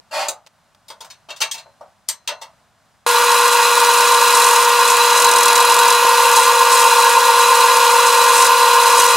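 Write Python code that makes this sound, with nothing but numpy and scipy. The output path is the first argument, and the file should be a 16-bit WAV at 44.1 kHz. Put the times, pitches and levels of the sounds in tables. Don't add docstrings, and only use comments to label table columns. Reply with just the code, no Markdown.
import sys
import numpy as np
from scipy import signal
from scipy.fft import rfft, irfft
from scipy.io import wavfile
from scipy.ndimage import uniform_filter1d, minimum_filter1d

SR = 44100
rng = np.random.default_rng(int(sys.argv[2]) if len(sys.argv) > 2 else 0)


def materialize(psi):
    bounded = np.clip(np.atleast_2d(psi).T, -1, 1)
    quanta = np.round(bounded * 32767).astype(np.int16)
    wavfile.write(sys.argv[1], SR, quanta)


N = 403956
T = np.arange(N) / SR
HZ = np.fft.rfftfreq(N, 1 / SR)

START_S = 3.064
CHANGE_S = 6.05
SPINDLE_HZ = 43.64

# [hz, relative level_db per Hz]
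IRON_SPECTRUM = [(100, -50), (240, -18), (340, -15.5), (470, -9.5), (620, 5.5), (770, -4.5), (930, 0.5),
                 (1300, -5), (1600, -7), (2100, -5.5), (2800, -5.5), (4300, -4.5), (6000, -7),
                 (8200, -13.5), (11500, -21), (16000, -23)]
# [hz, relative level_db per Hz]
SHUDDER_SPECTRUM = [(60, -36), (200, -33), (400, 13), (700, 16), (1500, -11), (5000, -21), (16000, -50)]


def gain_of(db):
    return 10 ** (np.asarray(db) / 20)


def evened(x):
    return x / np.sqrt(np.mean(x ** 2) + 1e-20)


def read(points, hz):
    f, value = np.transpose(points)
    return np.interp(np.log(hz + 1), np.log(f + 1), value)


def colour(x, db):
    return irfft(rfft(x) * gain_of(db), x.shape[-1])


def wander(rate_hz):
    smooth = np.exp(-(HZ / rate_hz) ** 2)
    return evened(irfft(rfft(rng.standard_normal(N)) * smooth, N))


def held(s, length, edge):
    rise = T - s
    fall = s + length + edge - T
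    return np.clip(np.minimum(rise, fall) / edge, 0, 1)


def add(mix, s, sound):
    part = mix[:, round(s * SR):][:, :sound.shape[1]]
    part += sound[:, :part.shape[1]]


def grains(per_s, spread_db):
    size = gain_of(spread_db * np.minimum(rng.exponential(1, N), 4))
    happens = rng.random(N) < per_s / SR
    return evened(size * happens * rng.standard_normal((2, N)))


def hush(level_db=-59.5, swell_db=1):
    # [hz, relative level_db per Hz]
    air_spectrum = [(25, -16), (60, -5), (100, 0), (210, -2), (330, -12), (450, -13), (620, -2), (1000, -3),
                    (1500, -6), (2200, -13), (5000, -16), (9000, -21), (16000, -34)]
    air = evened(colour(rng.standard_normal((2, N)), read(air_spectrum, HZ)))
    return gain_of(level_db + swell_db * wander(2.9)) * air


def iron_ring(direct=0.4, modes_db=-8):
    # [hz, relative level_db, t60_s]
    iron_modes = [(577, -7.5, 0.12), (804, -13, .3), (903, 3.5, 0.14), (1240, -14, 0.18), (1660, -14, 0.23),
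                  (2280, -7, 0.15), (2720, -4.5, .19), (3200, -7, 0.15), (3715, -1, .12), (4080, -19, 0.43),
                  (4382, -7, 0.17), (5475, -16, .24), (6200, -13, 0.23), (8320, 3.5, 0.13)]
    # [hz, t60_s]
    shop_decay = [(200, 0.1), (900, 0.32), (2500, 0.14), (8000, 0.12), (15000, 0.11)]
    t = np.arange(SR // 2) / SR
    hz, at, z = signal.stft(rng.standard_normal((2, len(t))), SR, nperseg=256)
    decay = gain_of(-60 * at / read(shop_decay, hz)[:, None])
    echo = signal.istft(z * decay, SR, nperseg=256)[1][:, :len(t)]
    modes = sum(gain_of(db - 60 * t / t60) * np.sin(2 * np.pi * (hz * t + rng.random()))
                for hz, db, t60 in iron_modes)
    tick = evened(1. * (t == 0))
    return evened(echo) + gain_of(modes_db) * evened(modes) + direct * tick


def slide(level_db=-21.0, modes_db=-20, stop_s=.2845, stop_db=-8, stop_decay_s=0.0024,
          centre_hz=7800, centre_width_hz=1500):
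    # [hz, relative level_db per Hz]
    bed_spectrum = [(88, -74), (150, -30), (406, -27), (589, -3.5), (689, -7.5), (905, 1), (979, -13),
                    (1100, -8), (1390, -12), (2450, -9), (4000, -18.5), (4410, -10), (5790, -20),
                    (9260, -24), (16000, -39)]
    start_s, rise_s, hold_s = .11, 0.031, 0.09
    jerk_db, slowing_db_per_s = -12, 300
    t = T - start_s
    gathering_db = jerk_db * np.clip(1 - t / rise_s, 0, 1)
    slowing_db = slowing_db_per_s * np.maximum(t - rise_s - hold_s, 0)
    force = gain_of(gathering_db - slowing_db) * (t > 0) * (T < stop_s)
    ring = iron_ring(modes_db=modes_db)

    grit = force * grains(per_s=4600, spread_db=0.0)[0]
    grind = signal.fftconvolve(grit[None], ring, axes=1)[:, :N]
    grind = np.sqrt(np.mean(force ** 2)) * evened(colour(grind, read(bed_spectrum, HZ)))

    blow = gain_of(stop_db) * np.exp(-abs(T - stop_s) / stop_decay_s) * (T > stop_s)
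    click = signal.fftconvolve((blow * rng.standard_normal(N))[None], ring, axes=1)[:, :N]
    steel_db = 15 / (1 + ((HZ - centre_hz) / centre_width_hz) ** 2)
    click = colour(click, read(IRON_SPECTRUM, HZ) / 2 + steel_db)
    click = np.sqrt(np.mean(blow ** 2)) * evened(click)
    return gain_of(level_db) * grind + click


def ticks(decay_s=.0045):
    # [start_s, level_db]
    touches = [(.464, -41), (.471, -39), (.748, -48)]
    out, t = np.zeros((2, N)), np.arange(SR // 20) / SR
    for s, db in touches:
        add(out, s, gain_of(db) * np.exp(-t / decay_s) * rng.standard_normal((2, len(t))))
    tint_db = read(IRON_SPECTRUM, HZ)
    mean_db = 10 * np.log10(np.mean(gain_of(tint_db) ** 2))
    return colour(out, tint_db - mean_db)


def iron_colour(hz, thud_db, bright_db, thud_hz=1600, bright_hz=6000):
    thud = thud_db / (1 + (hz / thud_hz) ** 4)
    bright = bright_db * (1 - 1 / (1 + (hz / bright_hz) ** 4))
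    return read(IRON_SPECTRUM, hz) + thud + bright


def knock(s, db, contact, thud_db, bright_db):
    t = np.arange(SR // 2) / SR
    push = t / contact * np.exp(-t / contact) * rng.standard_normal(len(t))
    sound = signal.fftconvolve(push[None], iron_ring(), axes=1)[:, :len(t)]
    sound = colour(sound, iron_colour(np.fft.rfftfreq(len(t), 1 / SR), thud_db, bright_db))
    sound *= np.minimum(1, 10 * (1 - t / t[-1])) ** 2
    loudest = np.sqrt(uniform_filter1d(sound[0] ** 2, size=400).max())
    return s, gain_of(db) * sound / loudest


def whine(motor_db=-0.12, bearing_db=0.35, drift=0.00026, flutter=0.039):
    # [multiple of turning rate, level_db before motor_db]
    motor_lines = [(17, -46), (18, -23), (20, -40), (33, -35), (34, -30), (35, -24), (36, -23), (37, -36),
                   (38, -29), (39, -26), (40, -33), (41, -34), (54, -42)]
    # [multiple of turning rate, level_db before spindle_db]
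    spindle_lines = [(12, -33), (21, -25), (23, -34), (24, -27), (26, -37)]
    # [hz, level_db before bearing_db]
    bearing_lines = [(598.1, -45), (889.3, -34), (1071.3, -32), (1100.4, -34), (1189.7, -31), (1196.3, -33),
                     (1366.5, -39), (1375.9, -41), (1419.7, -25), (1584.4, -40), (1656.5, -38),
                     (1669.5, -36), (1676.1, -39), (1899.5, -36), (2359.6, -40), (2839.2, -42),
                     (3549.1, -40), (5094.6, -44)]
    motor_hz = 26.655
    clock = np.cumsum(1 + drift * wander(2.82)) / SR
    spindle_db = np.where(T < CHANGE_S, -10, 2.5)

    def tone(hz, db):
        level = gain_of(db) * np.sqrt(2) * (1 + flutter * wander(4.0))
        return level * np.sin(2 * np.pi * (hz * clock + rng.random()))

    def tones(lines, base_hz):
        return sum(tone(k * base_hz, db) for k, db in lines)

    mid = gain_of(motor_db) * tones(motor_lines, motor_hz)
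    mid += gain_of(spindle_db) * tones(spindle_lines, SPINDLE_HZ)
    mid += gain_of(bearing_db) * tones(bearing_lines, 1)
    return np.array([mid, np.zeros(N)])


def housing():
    # [hz, width_hz at half lift, lift_db]
    resonances = [(491, 62, 6), (644, 38, 2.5), (717, 16, 10), (920.7, 81, 16.5), (1032.6, 94, 15.5),
                  (1126, 72, 8), (1175, 30, 8.5), (1504, 70, 8.5), (1566, 22, 4), (1658, 19, 12),
                  (1827, 80, -20), (1887, 22, 10), (2500, 142, 9), (2680, 170, 6), (3200, 76, 4),
                  (3972, 146, 10), (4580, 230, 0), (6650, 190, 10), (8070, 330, 6), (11160, 690, 6)]
    return sum(db * np.exp(-np.log(16) * ((HZ - hz) / width) ** 2) for hz, width, db in resonances)


def pressure():
    # [time_s, level_db]
    curve = [(3.08, -24), (4.26, -21.5), (4.35, -21.5), (4.8, -24.5), (4.92, -22.5), (4.94, -23.5),
             (5.43, -17.5), (5.94, -22), (5.97, -25.5), (6.36, -21), (6.68, -24.5), (6.73, -19.5),
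             (7.19, -23.5), (8.29, -21.5), (8.44, -15.5), (8.51, -24.5), (9.07, -20.5), (9.15, -22.5)]
    # [start_s, length_s, change_db]
    changes = [(4.335, .25, 3.5), (4.875, 0.034, 3), (5.19, 0.061, 2.5), (5.857, 0.047, 4.5),
               (6.361, 0.04, 4), (8.365, 0.14, -0.5), (8.975, 0.064, 4.5)]
    usual_db, edge_s = -21.5, 0.0087
    curve_db = np.interp(T, *np.transpose(curve))
    return curve_db - usual_db + sum(db * held(s, length, edge_s) for s, length, db in changes)


def chatter():
    return held(s=5.17, length=0.75, edge=0.055)


def belt(level_db=-15.0, repeat=0.43, load_share=0.31, chatter_db=0.0):
    # [hz, relative level_db per Hz]
    drone_spectrum = [(30, -32), (160, -35.5), (215, -19.5), (300, -21.5), (400, -14), (520, -2),
                      (790, -11), (900, 0), (1300, 1.5), (1600, -3.5), (2100, -10.5), (4000, -16),
                      (16000, -48)]
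    belt_hz = 8.885
    lap = np.resize(rng.standard_normal(round(SR / belt_hz)), N)
    share = np.clip(repeat, 0, 1)
    drive = np.sqrt(share) * lap + np.sqrt(1 - share) * rng.standard_normal((2, N))
    drone = evened(colour(drive, read(drone_spectrum, HZ) + housing()))
    return gain_of(level_db + load_share * pressure() + chatter_db * chatter()) * drone


def reflections(x, share=0.64, decay_s=0.0088):
    t = np.arange(SR // 40) / SR
    taps = rng.standard_normal((2, len(t))) * np.exp(-t / decay_s) * (t > .0007)
    echoes = signal.fftconvolve(x, taps / np.linalg.norm(taps[0]), axes=1)[:, :N]
    treble = signal.sosfilt(signal.butter(2, 1700, "high", fs=SR, output="sos"), echoes)
    return evened(x + share * treble)


def rattle(level_db=-18.5, throb=0.15, load_share=0.12):
    # [hz, relative level_db per Hz]
    buzz_spectrum = [(100, -45), (700, -23), (1500, -3), (2200, 3), (4500, 3.5), (7000, -5), (9500, -6),
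                     (11500, -4.5), (13500, -12), (16000, -9)]
    corners = 1 + throb * np.cos(2 * np.pi * 4 * SPINDLE_HZ * T)
    drive = corners * grains(per_s=14000, spread_db=-0.5)
    buzz = reflections(colour(drive, read(buzz_spectrum, HZ) + housing()))
    return gain_of(level_db + load_share * pressure()) * buzz


def cutting(level_db=-21.0, contrast=1.59, uneven_db=2.0, ring=0.33, shudder_db=-31,
            tool_db=-26.5, tool_hz=3960, tool_width_hz=170):
    # [hz, relative level_db per Hz]
    chip_spectrum = [(100, -53), (400, -23), (1500, -2.5), (3500, -7.5), (5500, -0.5), (9000, 0.5),
                     (11000, -6), (13000, -10), (16000, -24)]
    spot_turns, creep_turns, creep_mid_s, creep_s = .12, .75, 5.5, .06
    angle = spot_turns + creep_turns / (1 + np.exp((creep_mid_s - T) / creep_s))
    bite = np.where(T < CHANGE_S, 0.41, 0.24) + 0.37 * chatter() + 0.1 * pressure()
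    bite = np.clip(bite, 0, 1)
    count, turn = np.divmod(SPINDLE_HZ * (T - START_S) - angle, 1)
    strength = gain_of(2.5 * rng.standard_normal(1024))[count.astype(int)]
    scrape = evened(strength * (np.exp(-turn / .05) + .8 * np.exp(-turn / .2)))
    force = np.sqrt(1 - bite + bite * scrape ** 2) * evened(gain_of(uneven_db * wander(73)))
    fractures = force * grains(per_s=6000, spread_db=1.5)
    body_db = ring * housing()
    chips = reflections(colour(fractures, read(chip_spectrum, HZ) + body_db))
    peak = signal.iirpeak(tool_hz, tool_hz / tool_width_hz, SR)
    steel = bite * evened(signal.lfilter(*peak, fractures))
    shaking = scrape * rng.standard_normal((2, N))
    shudder = bite ** 2 * evened(colour(shaking, read(SHUDDER_SPECTRUM, HZ) + body_db))
    chips = gain_of(level_db + contrast * pressure()) * chips
    return chips + gain_of(tool_db) * steel + gain_of(shudder_db) * shudder


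def bump(level_db=-15, decay_s=.003, top_hz=900, body_share=.35):
    push = gain_of(level_db) * np.exp(-abs(T - CHANGE_S) / decay_s) * (T > CHANGE_S)
    body_db = body_share * read(SHUDDER_SPECTRUM, HZ) - 10 * np.log10(1 + (HZ / top_hz) ** 6)
    spread = np.sqrt(np.mean(gain_of(body_db) ** 2))
    return np.array([colour(push * rng.standard_normal(N), body_db) / spread, np.zeros(N)])


def ports(mix, width):
    # [hz, left lead_rad]
    port_phase = [(4100, 0), (4600, -0.69), (8000, -0.27), (12000, -0), (16000, -.4)]
    side = colour(mix[1], read(width, HZ))
    lead = np.exp(.5j * read(port_phase, HZ))
    left_right = np.array([mix[0] + side, mix[0] - side])
    return irfft(rfft(left_right) * np.array([lead, lead.conj()]), N)


def scene():
    # [start_s, level_db, contact_s, bed thud_db, bright_db]
    knocks = [(0.882, -40, .002, -12, 7), (0.902, -32.5, 0.00099, -5, -5), (1.005, -34, 0.0034, -3, 4),
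              (1.046, -39.5, 0.0012, 3, 5), (1.1, -37.5, 0.0038, -18, -2), (1.286, -35.5, 0.0046, 2, -8),
              (1.303, -29.5, 0.0024, -8, -7), (1.36, -39.5, 0.0048, -24, -1), (1.403, -22.5, 0.0045, 0, 9),
              (1.413, -15, 0.0038, -13, -2), (1.513, -22, 0.00081, -40, 2), (1.54, -31.5, 0.0046, -3, 5),
              (1.576, -35.5, 0.0052, -12, -3), (1.658, -47, 0.0034, 26, -19), (1.809, -35, 0.0017, 27.5, 4),
              (2.083, -36, 0.0012, -3, 8), (2.087, -15, 0.00054, -8.5, 9.5),
              (2.275, -19.5, 0.0011, -18, 1.5), (2.284, -23, 0.0034, -4.5, -20),
              (2.322, -35.5, 0.0027, 13, -6), (2.413, -31, 0.0047, 1.5, 1)]
    # [hz, gain of the side signal_db]
    shop_width = [(60, -2.5), (200, -7), (400, -13), (1300, -15), (2400, -12.5), (4400, -10), (8000, -6.5),
                  (15000, -2)]
    # [hz, gain of the side signal_db]
    lathe_width = [(60, -8), (150, 0), (300, -11.5), (480, -1), (1000, -44), (1800, -52), (2700, -35.5),
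                   (4000, -35), (5500, -8), (8000, -8), (11500, -4.5), (15000, -6)]
    setup = hush() + slide() + ticks()
    for row in knocks:
        add(setup, *knock(*row))
    running = np.clip((T - START_S) * 1000, 0, 1)
    lathe = running * (whine() + belt() + rattle() + cutting() + bump())
    return ports(setup, shop_width) + ports(lathe, lathe_width)


def record(dry):
    edge_hz = 15850
    room_left = 1 / np.maximum(abs(dry).max(0), 1)
    gain = uniform_filter1d(minimum_filter1d(room_left, size=90), size=90)
    low_pass = signal.firwin(511, edge_hz, window=("kaiser", 9), fs=SR)
    return signal.oaconvolve(dry * gain, low_pass[None], "same")


dry = scene()
out = record(dry)
materialize(out)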